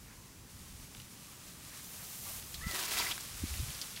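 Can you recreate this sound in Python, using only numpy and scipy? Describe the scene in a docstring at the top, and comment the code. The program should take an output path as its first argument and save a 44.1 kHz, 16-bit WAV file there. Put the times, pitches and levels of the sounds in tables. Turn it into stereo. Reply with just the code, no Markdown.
"""An elephant blows a trunkful of dirt over its head, after scraping up soil and grass in a dry field.
The blast starts with a thin whistle in the nostril, rings the trunk like a tube and ends in spurts.
Dirt patters down on its back, among low thumps that are probably its ears flapping against the hide.
Light wind rumbles underneath; the sound is mono."""
import sys
import numpy as np
from scipy.fft import rfft, irfft, next_fast_len
from scipy.io import wavfile
from scipy.ndimage import map_coordinates

SR = 44100
rng = np.random.default_rng(int(sys.argv[2]) if len(sys.argv) > 2 else 0)


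def persist_wave(psi):
    """Save psi, clipped to +-1, as 16-bit WAV."""
    counts = np.round(np.clip(psi, -1, 1) * 32767).astype(np.int16)
    wavfile.write(sys.argv[1], SR, np.atleast_2d(counts).T)


N = 176400  # 4 seconds


def amp(db):
    """Turn decibels into a number to multiply by."""
    return 10 ** (np.asarray(db) / 20)


def unit(x):
    """Scale a signal to an average strength (rms) of 1."""
    return x / np.sqrt(np.mean(x ** 2) + 1e-20)


def level(rows, fade_db_per_s=1500):
    """A volume curve through (t/s, level/dB) points that fades quickly outside them."""
    s, db = np.transpose(rows)
    t = np.arange(N) / SR
    outside_s = np.maximum(0, np.maximum(s[0] - t, t - s[-1]))
    return amp(np.interp(t, s, db) - fade_db_per_s * outside_s)


def wobble(rate):
    """A smooth curve through `rate` random values a second."""
    return map_coordinates(rng.standard_normal(8192), [np.arange(N) * rate / SR], mode="wrap")


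def filtered(x, response):
    """Multiply each frequency f in x by response(f)."""
    size = next_fast_len(len(x) + SR // 4)
    f = np.fft.rfftfreq(size, 1 / SR) + 1e-3
    return irfft(rfft(x, size) * response(f), size)[:len(x)]


def coloured(x, points):
    """Shape the tone of x with (f/Hz, level/dB) points and scale it to strength 1."""
    hz, db = np.transpose(points)
    return unit(filtered(x, lambda f: amp(np.interp(np.log(f), np.log(hz + 1), db))))


def resonance(f, hz, width):
    """The response of something that rings near one frequency, hz."""
    return 1j * f * width / (hz * hz - f * f + 1j * f * width)


def noise():
    """An even hiss (white noise)."""
    return rng.standard_normal(N)


def crackle(per_s, spread_db, ticks_db):
    """Hiss with tiny ticks of random time, size and pitch on it."""
    t = np.arange(96) / SR
    start, size, pitch, chance = rng.random((12000, 4)).T[..., None]
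    hz = 2200 * 6 ** pitch
    sounding = chance < per_s * N / SR / len(chance)
    gain = amp(spread_db * np.minimum(-np.log(size), 3)) * sounding
    ticks = gain * np.sqrt(hz) * np.sin(2 * np.pi * hz * t) * np.exp(-hz * t / 0.56)
    index = (start * N).astype(int) + np.arange(len(t))
    track = np.bincount(index.ravel(), ticks.ravel(), N)[:N]  # add each tick at its own time
    return noise() + amp(ticks_db) * unit(track)


def chuff(s, length, start_hz, end_hz, width):
    """A rounded puff of noise whose pitch can slide; it spreads about width * start_hz to each side."""
    progress = np.clip((np.arange(N) / SR - s) / length, 0, 1)
    phase = 2 * np.pi * np.cumsum(start_hz + (end_hz - start_hz) * progress) / SR
    a, b = (filtered(noise(), lambda f: 1 / (1 + (f / (width * start_hz)) ** 2)) for _ in range(2))
    swell = 2 * np.sqrt(progress * (1 - progress))
    return unit(a * np.sin(phase) + b * np.cos(phase)) * swell


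def wind():
    """Lumpy gusts buffet over the rumble of far wind and a steady hiss of air."""
    # strength of the gusts: t/s, level/dB
    gust_levels = [(0, -59), (.35, -63), (.55, -54), (.75, -56.5), (.95, -59.5), (1.15, -72), (1.6, -65),
                   (2.15, -68), (2.3, -54), (2.5, -57.5), (2.63, -48), (2.8, -61.5), (3.05, -55),
                   (3.25, -62.5), (3.36, -51.5), (3.66, -48.5), (3.8, -63), (4, -65)]
    # tone of the gusts, the far wind and the air over the field: f/Hz, level/dB
    gust_colour = [(15, -17), (30, -3), (55, -0.5), (85, -3), (130, -10.5), (250, -23), (600, -58)]
    rumble_colour = [(30, -18), (60, -4.5), (120, 0), (190, -1.5), (260, -6.5), (380, -12), (600, -28.5),
                     (1200, -55)]
    air_colour = [(240, -38), (400, -8.5), (673, -12.5), (1000, -9.5), (1400, -12), (2400, -12),
                  (3400, -15), (6000, -11), (11000, -15), (15500, -18)]
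    gusts = coloured(noise(), gust_colour) * level(gust_levels) * amp(1.1 * wobble(13))
    rumble = amp(-58) * coloured(noise(), rumble_colour)
    air = amp(-57.5) * coloured(noise(), air_colour)
    return gusts + rumble + air


def scuffs():
    """Hide, soil and grass rub softly together."""
    # rubs: t/s, length/s, level/dB, f/Hz, width as a share of f
    rubs = [(0.049, 0.11, -62, 1795, 0.41), (0.076, 0.24, -68, 1030, 0.044), (1.13, 0.56, -70, 1195, 0.05),
            (1.697, 0.11, -59.5, 1885, 0.33), (1.977, 0.076, -58, 1694, 0.5),
            (2.254, 0.067, -54, 955, 0.54), (2.732, 0.0155, -46, 383, .35)]
    return sum(amp(db) * chuff(s, length, hz, hz, width) for s, length, db, hz, width in rubs)


def grass():
    """Dry stalks crackle as the trunk drags them."""
    # loudness of the dragging: t/s, level/dB
    levels = [(0, -64.5), (.25, -64), (.46, -74), (.50, -59), (.68, -55.5), (1.0, -55), (1.2, -54.5),
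              (1.38, -55), (1.65, -53), (1.76, -50.5), (1.95, -50.5), (2.22, -50.5), (2.28, -47),
              (2.38, -49), (2.42, -51.5), (2.62, -48), (2.9, -61)]
    # tone of the stalks: f/Hz, level/dB
    colour = [(290, -23), (500, -5), (982, -5), (1220, -1.5), (1410, -5.5), (3010, -2.5), (3740, -2.5),
              (9510, -1.5), (15500, -8)]
    stalks = coloured(crackle(per_s=500, spread_db=4.5, ticks_db=-10), colour)
    return stalks * level(levels) * amp(1.45 * wobble(24.89))


def soil():
    """Fine soil hisses as it sifts out of the trunk's grip."""
    # loudness of the trickle: t/s, level/dB
    levels = [(1.6, -78), (1.85, -52.5), (2.18, -48), (2.37, -45.5), (2.43, -54), (2.55, -52), (2.66, -72),
              (2.8, -77)]
    # tone of the trickle: f/Hz, level/dB
    colour = [(1000, -25), (3500, -12), (6000, 1), (9000, 0.5), (14000, 4), (16000, -1)]
    grains = coloured(crackle(per_s=2200, spread_db=1, ticks_db=-7), colour)
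    return grains * level(levels) * amp(0.55 * wobble(29.8))


def flaps():
    """Soft low pushes of air, probably from the ears hitting the hide."""
    # thumps: t/s, peak level/dB, f/Hz, half length/s
    thumps = [(2.671, -34, 68, 0.01), (2.670, -31.5, 168, 0.0047), (3.438, -33.5, 85, 0.021),
              (3.440, -28, 239, 0.0028), (3.525, -32.5, 67, 0.02), (3.604, -30, 75, .013),
              (3.600, -40, 260, 0.0027), (3.633, -34.5, 123, 0.009), (3.694, -40.5, 130, 0.0065)]
    t, out = np.arange(N) / SR, np.zeros(N)
    for s, db, hz, half_length in thumps:
        swell = np.exp(-np.abs((t - s) / half_length) ** 1.7)
        out += amp(db) * np.cos(2 * np.pi * hz * (t - s)) * swell
    return out


def shower():
    """Sand and crumbs patter on the elephant's back."""
    # loudness of the falling dirt: t/s, level/dB
    levels = [(3.0, -59), (3.14, -44.5), (3.3, -46), (3.43, -45), (3.6, -43.5), (3.74, -45), (3.9, -46.5),
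              (4.05, -49)]
    # tone of the patter: f/Hz, level/dB
    colour = [(240, -28), (400, -6), (928, -5), (1150, -1), (1510, -3.5), (3110, -1.5), (5650, 0),
              (11100, -1), (15500, -6.5)]
    patter = coloured(crackle(per_s=1300, spread_db=3.5, ticks_db=-6.5), colour)
    return patter * level(levels) * amp(0.97 * wobble(30.07))


def snaps(tick_s=0.0065):
    """Stalks snap and clods land: each is a sharp tick with a short crumble after it."""
    # hits: t/s, peak level/dB, f/Hz, crumble compared with tick/dB, time for crumble to fade 60 dB/s
    hits = [(.949, -40, 2400, -11, .04), (.970, -42, 2800, -19, .03), (1.0, -37, 3000, -11, .05),
            (1.018, -40, 5000, -18, .02), (1.324, -39, 7200, -16, .02), (2.388, -39, 2590, -14, .03),
            (2.543, -29.5, 3900, -12, 0.11), (2.712, -30, 4000, -5, 0.026),
            (3.179, -28.5, 1470, -20, 0.035), (3.208, -31, 6700, -16, .02), (3.54, -33.5, 2500, -14, 0.037),
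            (3.704, -32, 3080, -20, .04), (3.747, -37, 4600, -4, .06), (3.815, -22.5, 4500, -7, .06),
            (3.819, -30, 5000, -6.5, 0.074), (3.961, -34.5, 3400, 7, 0.12), (3.973, -34, 2600, -8, 0.046)]
    t, out = np.arange(SR // 8) / SR, np.zeros(N + SR)
    for s, db, hz, crumble_db, crumble_s in hits:
        tick = rng.standard_normal(len(t)) * amp(-60 * t / tick_s)
        crumble = rng.standard_normal(len(t)) * amp(crumble_db - 60 * t / crumble_s)
        ring = filtered(tick + crumble, lambda f: resonance(f, hz, width=0.4 * hz))
        out[round(s * SR):][:len(t)] += amp(db) * ring / np.abs(ring).max()
    return out[:N]


def spurts():
    """Short sliding puffs as the last lumps leave the trunk."""
    # puffs of air and dirt: t/s, length/s, level/dB, start f/Hz, end f/Hz, width as a share of start f
    puffs = [(2.985, .024, -36, 3600, 5380, 0.19), (2.996, 0.015, -41.5, 1000, 855, 0.33),
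             (3.002, 0.027, -39, 3100, 1890, 0.13), (3.063, 0.0096, -41, 2100, 2030, 0.071),
             (3.105, 0.024, -36, 3110, 3310, 0.21)]
    return sum(amp(db) * chuff(s, length, start, end, width) for s, length, db, start, end, width in puffs)


def whistle():
    """A thin, unsteady squeal as the air first forces its way out of the nostril."""
    # path of the squeal: t/s, f/Hz, level/dB
    path = [(2.615, 578, -52), (2.63, 643, -50), (2.645, 672, -45.5), (2.668, 657, -48),
            (2.692, 675, -45.5), (2.72, 648, -46), (2.75, 636.6, -48.5), (2.775, 634, -51),
            (2.794, 536, -45), (2.81, 518, -65)]
    # tones that make up the squeal: multiple of the pitch, relative level/dB
    harmonics = [(1, -20), (2, -3.5), (3, 3), (4, -17)]
    s, hz, db = np.transpose(path)
    pitch = np.interp(np.arange(N) / SR, s, hz) * (1 + 0.0222 * wobble(600))
    phase = 2 * np.pi * np.cumsum(pitch) / SR
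    tone = sum(amp(tone_db) * np.sin(multiple * phase) for multiple, tone_db in harmonics)
    return unit(tone) * level(np.c_[s, db]) * amp(1.2 * wobble(140))


def blast():
    """Gritty air rushes out of the trunk, whose tube rings more and more as it clears."""
    # force of the blast: t/s, level/dB
    levels = [(2.66, -52), (2.68, -41.5), (2.74, -39.5), (2.78, -37), (2.89, -38), (2.95, -36),
              (3.0, -33.5), (3.04, -37.5), (3.12, -38.5), (3.15, -65)]
    # tone of the rushing air: f/Hz, level/dB
    colour = [(120, -50), (200, -19), (358, -3.5), (515, -10.5), (769, -2), (842, -10), (957, -4),
              (1560, -4), (2330, -5.5), (4840, -3), (15500, -8)]
    # pitches at which the trunk rings: f/Hz, width/Hz, relative level/dB
    rings = [(964, 105, -1), (1078, 71, 0.5), (1327, 59, 5), (2003, 130, 5), (2330, 100, 2.5),
             (2700, 100, 1), (2990, 80, -8), (3660, 60, -12), (4770, 230, 0)]
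    grit = crackle(per_s=1200, spread_db=4.5, ticks_db=-5.5)
    jet = coloured(grit, colour) * amp(1.3 * wobble(70))
    tube = filtered(noise(), lambda f: sum(amp(db) * resonance(f, hz, w) ** 2 for hz, w, db in rings))
    clearing_db = 25 * np.clip(np.arange(N) / SR - 2.98, -.5, .2)  # rises 25 dB a second
    hollow = unit(tube) * amp(-11.5 + clearing_db + 2.7 * wobble(70))
    return level(levels) * (jet + hollow)


def scene():
    """Add up all the sounds, the same for left and right."""
    mix = wind() + scuffs() + grass() + soil()
    mix += blast() + whistle() + spurts()
    mix += shower() + snaps() + flaps()
    return np.array([mix, mix])


def record(dry, top_hz=15800):
    """Cut away the very highest treble."""
    return np.array([filtered(x, lambda f: f < top_hz) for x in dry])


dry = scene()
out = record(dry)
persist_wave(out)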